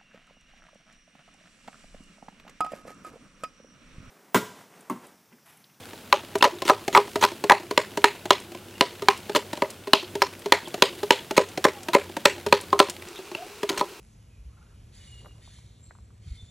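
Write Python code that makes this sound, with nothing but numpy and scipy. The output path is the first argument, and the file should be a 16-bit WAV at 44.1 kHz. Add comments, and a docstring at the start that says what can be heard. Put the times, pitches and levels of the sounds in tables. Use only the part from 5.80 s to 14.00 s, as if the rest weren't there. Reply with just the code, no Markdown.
"""Hard wooden cracks, about 3.5 strokes a second: a long steel blade jabbed down inside a hollowed, upright log.
It taps and shaves the wall, then bites and splits the fibres; the wood rings and the air in the hollow hums.
Small chips and dust fall. The yard echoes each blow; behind it lie a valley's rush, a far engine and faint
birds. The hardest blows clip."""
import sys
import numpy as np
from scipy import signal
from scipy.fft import rfft, irfft, next_fast_len
from scipy.io import wavfile
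from scipy.ndimage import uniform_filter1d, map_coordinates

SR = 44100
rng = np.random.default_rng(int(sys.argv[2]) if len(sys.argv) > 2 else 0)


def to_wav(s):
    """Save 16-bit WAV."""
    ch = np.atleast_2d(s).T  # columns
    pcm = np.round(np.clip(ch, -1, 1) * 32767)  # PCM
    wavfile.write(sys.argv[1], SR, pcm.astype(np.int16))


N = 361619
TIME_S = np.arange(N) / SR
RING_S = np.arange(SR // 6) / SR

# blade bites: t/s, force/dB, crack/dB, wall knock/dB, depth (2 kHz over 3.5 kHz)/dB
BITES = [(0.326, -10, -15.5, -20, -1), (0.6247, -13, -14, -23, -6.5), (0.642, -11.5, -20, -26, 0),
         (0.651, -19.5, -24, -17.5, 12), (0.897, -13.5, -18.5, -16.5, 2), (0.905, -12.5, -36, -31, 15),
         (1.149, -12, -14.5, -37, 10.5), (1.165, -11.5, -27, -20, 6), (1.174, -7, -21, -24, -9),
         (1.438, -14, -19.5, -25.5, 0), (1.697, -17.5, -11, -20.5, 6), (1.708, -7.5, -21, -31, 8),
         (1.719, -9, -17, -22, 2.5), (1.976, -17.5, -16.5, -20, 3.5), (2.2418, -10, -10.5, -33, 1),
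         (2.506, -10.5, -10.5, -23, -2), (3.009, -15, -14, -18, -6), (3.2845, -10.5, -13, -35, -1.5),
         (3.549, -24, -29.5, -23, -4), (3.561, -21, -20.5, -21.5, -1.5), (3.821, -19.5, -25.5, -21, -1),
         (4.1331, -12, -9.5, -22, -12), (4.419, -14.5, -19.5, -24, 3), (4.722, -12.5, -10, -20.5, 1.5),
         (5.0221, -13, -10.5, -16.5, -7.5), (5.3062, -13, -11.5, -20, -4), (5.578, -14, -17, -13, -0.5),
         (5.85, -14, -17.5, -14.5, 13), (6.149, -12, -17.5, -14, 7), (6.456, -12.5, -11.5, -19.5, 1.5),
         (6.7253, -10, -12.5, -17.5, -5.5), (6.9285, -13, -30, -26, -1), (7.0, -10, -14, -15, -2),
         (8.011, -18, -33, -27, -3)]
# modes before pitch scaling: f/Hz, level/dB, t60/s
THUD_MODES = [(186, -0.5, 0.024), (308, -1.5, 0.031), (466, -0.5, 0.055)]  # log body
KNOCK_MODES = [(557, 2, 0.038), (618, -3, 0.053)]  # wall, low
WOOD_MODES = [(831, -4.5, 0.058), (1006.3, 6, 0.039), (1277, -2, 0.036)]  # wall, high
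HOLLOW_MODES = [(408, 0, .105), (1005, -19, .06)]  # enclosed air
CHIP_MODES = [(2747, 18, 0.015), (3160, -16, 0.016)]  # loose chip
# tearing fibres: f/Hz, density/dB
RASP_SPECTRUM = [(300, -13.5), (1200, -2), (2000, 0.5), (3000, -0.5), (4200, -2.5), (5200, -10),
                 (7500, -11), (10000, -12), (16000, -19)]


def amp(db):
    """Decibels to gain."""
    return 10 ** (np.asarray(db) / 20)


def unit(x):
    """Scale to rms 1."""
    return x / np.sqrt(np.mean(x ** 2) + 1e-20)


def burst(x):
    """Scale to the energy of 10 ms at rms 1."""
    return x * np.sqrt(SR / 100 / (np.sum(x ** 2) + 1e-20))


def along(points, hz):
    """Interpolate (f/Hz, value) points on a log axis."""
    f, v = np.transpose(points)
    return np.interp(np.log(hz + 1), np.log(f + 1), v)


def wobble(rate_hz):
    """Smooth random curve, rate_hz knots a second."""
    return map_coordinates(rng.standard_normal(int(N * rate_hz / SR) + 4), [TIME_S * rate_hz])


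def colour(x, gain_db):
    """Minimum-phase filter with response gain_db(hz)."""
    size = 2 * next_fast_len(x.shape[-1] // 2 + 2048)
    cepstrum = irfft(np.log(amp(gain_db(np.fft.rfftfreq(size, 1 / SR)))))
    cepstrum[1:size // 2] *= 2
    cepstrum[size // 2 + 1:] = 0
    return irfft(rfft(x, size) * np.exp(rfft(cepstrum)), size)[..., :x.shape[-1]]


def band_db(hz, centre_hz, width_hz):
    """Resonance with steep skirts."""
    return -20 * np.log10(1 + ((hz - centre_hz) / width_hz) ** 2)


def add(track, start_s, sound):
    """Mix a sound in at start_s."""
    part = track[max(round(start_s * SR), 0):][:len(sound)]
    part += sound[:len(part)]


def rush(spectrum):
    """Open-air noise, rms 1: nearly mono from 70 Hz to 3 kHz, wider outside."""
    coherence = [(25, 0.4), (70, 0.96), (200, 1), (1000, 0.98), (3000, 0.99), (8000, 0.72), (14000, 0.2)]  # f/Hz, left-right likeness
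    side_power = lambda hz: np.clip((1 - along(coherence, hz)) / (1 + along(coherence, hz)), 1e-4, 1)
    mid = colour(rng.standard_normal(N), lambda hz: along(spectrum, hz))
    side = colour(rng.standard_normal(N), lambda hz: along(spectrum, hz) + 10 * np.log10(side_power(hz)))
    return unit(np.array([mid + side, mid - side]))


def valley(switch_s=7.27, rush_db=-46, far_engine_db=-77):
    """Rush, distant engine and a wavering low note; at switch_s the rush thins and the engine drops."""
    near_air = [(15, -36), (25, -20), (80, -0.5), (269, 2), (352, -9.5), (449, 0), (557, -3), (1250, -11),
                (1430, -8), (1820, -13), (2970, -10.5), (4100, -15), (6140, -18), (10500, -19.5),
                (15800, -22.5)]  # rush near the log: f/Hz, density/dB
    far_air = [(15, -46), (25, -20), (72, -16), (299, -17), (414, -2.5), (527, -18.5), (857, -14.5),
               (1040, -15.5), (1590, -17), (1730, -22.5), (2730, -15), (3050, -21), (3990, -20.5),
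               (15800, -33)]  # rush across the yard: f/Hz, density/dB
    engine = [(0, 97.4, -61.5), (2, 100.2, -56.5), (5.5, 95.5, -58.5), (6.3, 88.7, -55), (7.2, 85.8, -55)]  # t/s, firing rate/Hz, level/dB
    knots_s, firing_hz, hum_db = np.transpose(engine)
    near = TIME_S < switch_s
    breeze_db = 0.7 * wobble(7)
    air = amp(rush_db + breeze_db) * np.where(near, rush(near_air), rush(far_air))
    rate_hz = np.interp(TIME_S, knots_s, firing_hz) * (1 + 0.036 * wobble(25))
    phase = 2 * np.pi * np.cumsum(rate_hz) / SR
    firing = np.sin(phase) + 0.35 * np.sin(2 * phase) + 0.13 * np.sin(3 * phase)
    engine_db = np.where(near, np.interp(TIME_S, knots_s, hum_db), far_engine_db)
    hum = amp(engine_db + 4.5 * wobble(12)) * unit(firing)
    note = colour(rng.standard_normal(N), lambda hz: band_db(hz, centre_hz=352, width_hz=35))
    swell = amp(4.5 * wobble(16))
    return air + hum + amp(-52.5) * unit(note * swell)


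def rustle(rate_hz=55, spread_db=1.0, decay_s=0.002):
    """Shavings shift inside the log: sparse, tiny crackles."""
    snaps = (rng.random(N) < rate_hz / SR) * amp(spread_db * rng.standard_normal(N))
    puffs = signal.lfilter([1], [1, -np.exp(-1 / (decay_s * SR))], snaps)
    return amp(-54) * unit(colour(puffs * rng.standard_normal(N), lambda hz: along(RASP_SPECTRUM, hz)))


def ring(modes, pitch, scatter, attack_s):
    """Damped modes; each contact point varies their strength and tuning."""
    hz, db, t60_s = np.transpose(modes)[:, :, None]
    strength, detune = rng.standard_normal((2, len(modes), 1))
    tuned_hz = hz * pitch * (1 + scatter * detune)
    waves = amp(db + 2 * strength - 60 * RING_S / t60_s) * np.sin(2 * np.pi * tuned_hz * RING_S)
    signs = (-1) ** np.arange(len(modes))
    return burst(signs @ waves * (1 - np.exp(-RING_S / attack_s)))


def clank_db(hz):
    """The hand-damped blade lifts a few narrow bands."""
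    bands = [(1950, 160, 3), (3130, 150, 2), (3460, 170, 3), (4080, 220, 4), (5190, 200, 2), (6900, 450, 3),
             (8450, 300, 3)]  # blade resonances: f/Hz, width/Hz, lift/dB
    return sum(db / (1 + (2 * (hz - centre_hz) / width_hz) ** 2) for centre_hz, width_hz, db in bands)


def crack(treble_db, depth_db, hold_s, t60_s, flat_treble_db=-14):
    """Fibres split in a short noise burst; a deep bite sounds lower."""
    spectrum = [(60, -23.5), (300, 2), (1200, 0.5), (1650, 5), (2500, 2), (3500, -4), (4250, -3.5),
                (4800, -10), (7000, -20), (8000, -22.5), (10000, -24), (16000, -31)]  # splitting wood and blade: f/Hz, density/dB
    shelf = [(3800, 0.045), (6500, 0.96)]  # both: f/Hz, weight
    depth = [(900, 0.025), (1500, 0.21), (2100, 0.72), (2900, -0.71), (4500, -0.5), (6500, 0.13)]
    tilt_db = lambda hz: (treble_db - flat_treble_db) * along(shelf, hz) + depth_db * along(depth, hz)
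    noise = rng.standard_normal(len(RING_S)) * amp(-60 * np.maximum(RING_S - hold_s, 0) / t60_s)
    return burst(colour(noise, lambda hz: along(spectrum, hz) + clank_db(hz) + tilt_db(hz)))


def radiated(x, corner_hz=160):
    """High-pass: a log of this size radiates little deep bass."""
    return signal.sosfilt(signal.butter(2, corner_hz, "high", fs=SR, output="sos"), x)


def taps(free_s=0.09, hollow_hz=408):
    """The blade touches the wall before most bites and on coming free; the hollow stands out."""
    touches = [(0.132, -45.5, -50), (0.554, -28.5, -22), (0.82, -30.5, -44), (1.079, -27.5, -29),
               (1.357, -27.5, -21.5), (1.517, -42, -38), (1.639, -28.5, -20), (1.91, -31, -23.5),
               (2.173, -28.5, -23), (2.455, -35.5, -40), (2.718, -48, -44), (2.748, -42, -38),
               (3.221, -36, -24), (3.495, -35.5, -25), (3.731, -32.5, -47), (3.773, -40.5, -52),
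               (4.072, -38, -25.5), (4.227, -47, -35.5), (4.353, -34.5, -22.5), (4.659, -35, -22.5),
               (4.873, -43, -40), (4.942, -32.5, -50), (4.978, -47, -35.5), (5.231, -33, -22),
               (5.509, -30, -26.5), (5.775, -30, -29.5), (6.085, -29.5, -48), (6.295, -47, -38),
               (6.367, -31, -40), (6.58, -46, -37), (6.664, -30, -19.5), (7.085, -40, -44),
               (7.388, -46, -31.5), (7.515, -44, -34), (7.549, -39, -38), (7.831, -31, -19.5),
               (7.904, -38, -28)]  # wall contacts: t/s, strength/dB, hollow/dB
    hum_pitch = [(-36.5, 352), (-24.5, 406)]  # a softly stirred hollow hums lower: hollow/dB, f/Hz
    releases = [(s + free_s * (1 + 0.29 * rng.random()), db - 39.5, db - 32.5) for s, db, *_ in BITES]
    track = np.zeros(N)
    for start_s, db, hollow_db in list(touches) + releases:
        pitch = np.interp(hollow_db, *np.transpose(hum_pitch)) / hollow_hz
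        thud = amp(db + 1.5) * ring(THUD_MODES, 0.757, scatter=0.13, attack_s=0.0012)
        knock = amp(db - 0.7) * ring(KNOCK_MODES, 1.032, scatter=0.047, attack_s=0.011)
        hollow = amp(hollow_db - 2) * ring(HOLLOW_MODES, pitch, scatter=0.0064, attack_s=0.0037)
        wood = amp(db + 1) * ring(WOOD_MODES, 0.91, scatter=0.1, attack_s=0.0023)
        tick = amp(db + 0.8) * crack(treble_db=-1, depth_db=-2.6, hold_s=0.0022, t60_s=0.031)
        add(track, start_s, thud + knock + hollow + wood + tick)
    return radiated(track)


def yard(x, gap_s=0.011, blocks=28):
    """Ground, hut and trees scatter the sound back; each time block gets its own tail."""
    decay = [(150, 0.18), (500, 0.2), (1000, .17), (3200, 0.28), (7000, 0.24), (15000, 0.2)]  # echo decay: f/Hz, t60/s
    spectrum = [(100, -20), (400, -8), (1000, -5.5), (1800, -2), (3200, -3.5), (5000, -4), (8000, -0.5),
                (15000, -8)]  # echo colour: f/Hz, gain/dB
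    wet = np.zeros(N)
    for block in np.array_split(np.arange(N), blocks):
        hz, age_s, noise = signal.stft(rng.standard_normal(SR // 3), SR, nperseg=256)
        tail = signal.istft(noise * amp(-60 * age_s / along(decay, hz)[:, None]), SR, nperseg=256)[1]
        tail = colour(tail / np.linalg.norm(tail), lambda f: along(spectrum, f))
        add(wet, block[0] / SR + gap_s, signal.fftconvolve(x[block], tail))
    return wet


def foliage(x, corner_hz=1500, blur_hz=250):
    """Leaves scatter short waves at random phases: the treble echo is a pitchless rasp."""
    low = signal.sosfiltfilt(signal.butter(3, corner_hz, fs=SR, output="sos"), x)
    phase = np.cumsum(rng.standard_normal(N)) * np.sqrt(2 * np.pi * blur_hz / SR)
    high = signal.hilbert(x - low, next_fast_len(N))[:N]
    return low + np.real(high * np.exp(1j * uniform_filter1d(phase, size=24)))


def bites():
    """Each bite cracks fibres, thumps and rings the wall, and sets the hollow humming."""
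    boom = [(0.33, -7.5), (1.2, -1), (2.3, 1), (4.4, -1.5), (6.1, 3), (8, -1)]  # thud and hum trim: t/s, level/dB
    track = np.zeros(N)
    for start_s, force_db, crack_db, knock_db, depth_db in BITES:
        boom_db = np.interp(start_s, *np.transpose(boom))
        thud = amp(knock_db + boom_db - 2.5) * ring(THUD_MODES, 0.95, scatter=0.059, attack_s=0.0017)
        knock = amp(knock_db - 1.4) * ring(KNOCK_MODES, 0.97, scatter=0.033, attack_s=0.0035)
        hollow = amp(force_db + boom_db - 9) * ring(HOLLOW_MODES, 0.99, scatter=0.01, attack_s=0.011)
        wood = amp(force_db) * ring(WOOD_MODES, 0.98, scatter=0.033, attack_s=0.00064)
        treble_db = -9.5 - 0.34 * depth_db  # deeper is duller
        split = amp(crack_db + 1.5) * crack(treble_db, depth_db, hold_s=0.0024, t60_s=0.017)
        add(track, start_s, thud + knock + hollow + wood + split)
        # the blade rocks against the wall
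        rebound = amp(knock_db - 8.5) * ring(KNOCK_MODES, 1, scatter=0.115, attack_s=0.00062)
        add(track, start_s + 0.0121 + 0.00978 * rng.random(), rebound)
    return radiated(track)


def chips(crumbs=50, crumb_db=-54, spread_db=3, snap_t60_s=0.035):
    """Dry chips tick sharply; crumbs patter down the hollow, each at its own pitch."""
    snaps = [(0.584, -26), (2.601, -32), (3.375, -30), (3.904, -25.5), (4.594, -34), (4.882, -30.5),
             (5.6874, -30), (6.032, -28), (6.811, -24.5), (7.098, -15.5), (7.285, -31)]  # larger chips: t/s, level/dB
    spectrum = [(500, -24), (2500, 1), (6000, 1.5), (9000, 5.5), (12000, -4), (16000, -12)]  # chip snap: f/Hz, density/dB
    track = np.zeros(N)
    for start_s, db in snaps:
        snap = rng.standard_normal(len(RING_S)) * amp(-60 * RING_S / snap_t60_s)
        pitch = np.exp(0.11 * rng.standard_normal())
        add(track, start_s, amp(db - 14.5) * burst(colour(snap, lambda hz: along(spectrum, hz * pitch))))
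    times_s = rng.random((crumbs, 2)) * N / SR
    for (bump_s, click_s), (size, detune) in zip(times_s, rng.standard_normal((crumbs, 2))):
        gain = amp(crumb_db + spread_db * size)
        bump = ring(KNOCK_MODES, 1, scatter=0.27, attack_s=0.001)
        click = ring(CHIP_MODES, np.exp(0.35 * detune), scatter=0.166, attack_s=0.0005)
        add(track, bump_s, gain * bump)
        add(track, click_s, gain * click)
    return track


def shaving(splinters=4, slip_rate_hz=1500, slip_floor=0.12, release_s=0.0012, hollow_db=-35):
    """The edge tears fibres in clumps of tiny slips that rasp, shake the wall and stir the hollow."""
    cuts = [(0.607, 0.0078, -38, -34), (0.634, 0.02, -24.5, -17.5), (0.849, 0.045, -33.5, -41),
            (0.879, .029, -23, -22), (1.128, 0.02, -32, -37), (1.154, 0.023, -24.5, -11.5),
            (1.41, 0.014, -29, -32), (1.425, 0.027, -20, -16), (1.975, 0.0046, -21, -37),
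            (3.549, .023, -22, -22.5), (4.419, 0.0082, -19, -16), (5.566, 0.017, -22.5, -27),
            (5.842, 0.012, -19, -21.5), (6.132, 0.017, -23, -21.5), (6.452, .004, -14.5, -11),
            (6.991, .007, -17, -18), (7.891, 0.0098, -21.5, -32), (7.898, .074, -42, -39.5),
            (7.975, .01, -27, -29.5), (7.987, 0.024, -31, -40)]  # edge passes: t/s, length/s, rasp/dB, wood/dB
    wall_spectrum = [(60, -35.5), (250, -4.5), (420, -14), (570, 8), (720, -4.5), (840, 5.5), (1020, 17),
                     (1130, -8.5), (1260, 9.5), (1600, -3), (4000, -39)]  # rubbed wall: f/Hz, density/dB
    track = np.zeros(N)
    n = len(RING_S)
    for start_s, length_s, rasp_db, wood_db in cuts:
        clumps = amp(4 * map_coordinates(rng.standard_normal(n), [RING_S * 400]))
        slips = clumps * rng.standard_normal((2, n)) * (slip_floor + (rng.random(n) < slip_rate_hz / SR))
        pressure = np.exp(-np.maximum(RING_S - length_s, 0) / release_s)
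        pressure_rms = np.sqrt(np.mean(pressure ** 2))
        voice = lambda drive, gain_db: pressure_rms * unit(colour(drive * pressure, gain_db))
        rasp = voice(slips[0], lambda hz: along(RASP_SPECTRUM, hz) + clank_db(hz))
        wall = voice(slips[1], lambda hz: along(wall_spectrum, hz))
        hollow = voice(slips[1], lambda hz: band_db(hz, centre_hz=365, width_hz=70))
        add(track, start_s, amp(rasp_db - 3) * rasp + amp(wood_db - 1) * wall + amp(hollow_db) * hollow)
        for progress, pitch in rng.random((splinters, 2)):
            ping = ring(CHIP_MODES, 1.2 + 1.6 * pitch, scatter=0.102, attack_s=0.00018)
            add(track, start_s + progress * length_s, amp(rasp_db - 11) * ping)
    return track


def clinks(chip_hz=2750):
    """A flat chip hits the wall and rings at a pitch set by its size."""
    hits = [(0.610, -26, 2750), (3.846, -37, 2000), (7.549, -26.5, 2700)]  # chip impacts: t/s, level/dB, f/Hz
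    track = np.zeros(N)
    for start_s, db, hz in hits:
        add(track, start_s, amp(db - 2.5) * ring(CHIP_MODES, hz / chip_hz, scatter=0.016, attack_s=0.0015))
    return track


def dust(grain_db=2.5):
    """Wood dust trickles down the hollow: a grainy hiss that swells and fades."""
    spills = [(0.85, 0.92, -51), (4.85, 0.74, -51)]  # dust falls: t/s, length/s, level/dB
    spectrum = [(800, -25), (3000, 3), (6000, -4), (10000, -3), (16000, -8)]  # dust hiss: f/Hz, density/dB
    flow = sum(amp(db) * np.sin(np.pi * np.clip((TIME_S - start_s) / length_s, 0, 1))
               for start_s, length_s, db in spills)
    grain = amp(grain_db * wobble(150))
    return flow * unit(grain * colour(rng.standard_normal(N), lambda hz: along(spectrum, hz)))


def birds(trees_t60_s=0.12):
    """Faint gliding calls, blurred by the valley's trees."""
    calls = [(5.87, 0.198, 930, 690, -52), (7.571, 0.065, 630, 770, -40.5), (2.94, .02, 2900, 2650, -50),
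             (4.848, 0.0157, 3820, 2600, -41.5), (7.358, .012, 4140, 3000, -42)]  # glides: t/s, length/s, first f/Hz, last f/Hz, level/dB
    track = np.zeros(N)
    for start_s, length_s, first_hz, last_hz, db in calls:
        progress = np.linspace(0, 1, max(round(length_s * SR), 2))
        hz = first_hz + (last_hz - first_hz) * progress
        call = np.sqrt(np.abs(np.sin(np.pi * progress))) * np.sin(2 * np.pi * np.cumsum(hz) / SR)
        trees = rng.standard_normal(len(RING_S)) * amp(-60 * RING_S / trees_t60_s)
        blurred = signal.fftconvolve(call, trees)
        add(track, start_s, amp(db) * blurred * np.sqrt(len(call)) / np.linalg.norm(blurred))
    return track


def scene():
    """Log straight ahead; the bites also radiate sideways, with another fine pattern, into the yard."""
    small = taps() + shaving() + chips() + clinks() + rustle() + dust()
    front, sideways = bites(), bites()
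    echo = foliage(yard(small + amp(-3.5) * front + sideways))
    clumps = unit(amp(2.8 * wobble(220)))  # returns from separate trunks and walls
    hut = np.zeros(N)  # one early reflection off the hut's wall
    add(hut, start_s=0.015, sound=amp(-22.5) * radiated(sideways, corner_hz=900))
    return front + small + amp(-11.5) * clumps * echo + hut + birds() + valley()


def record(dry, knee=8, top_hz=16000):
    """Soft clip at full scale, then low-pass."""
    clipped = dry / (1 + np.abs(dry) ** knee) ** (1 / knee)
    return signal.fftconvolve(clipped, signal.firwin(255, top_hz, fs=SR)[None], "same", axes=1)


dry = scene()
out = record(dry)
to_wav(out)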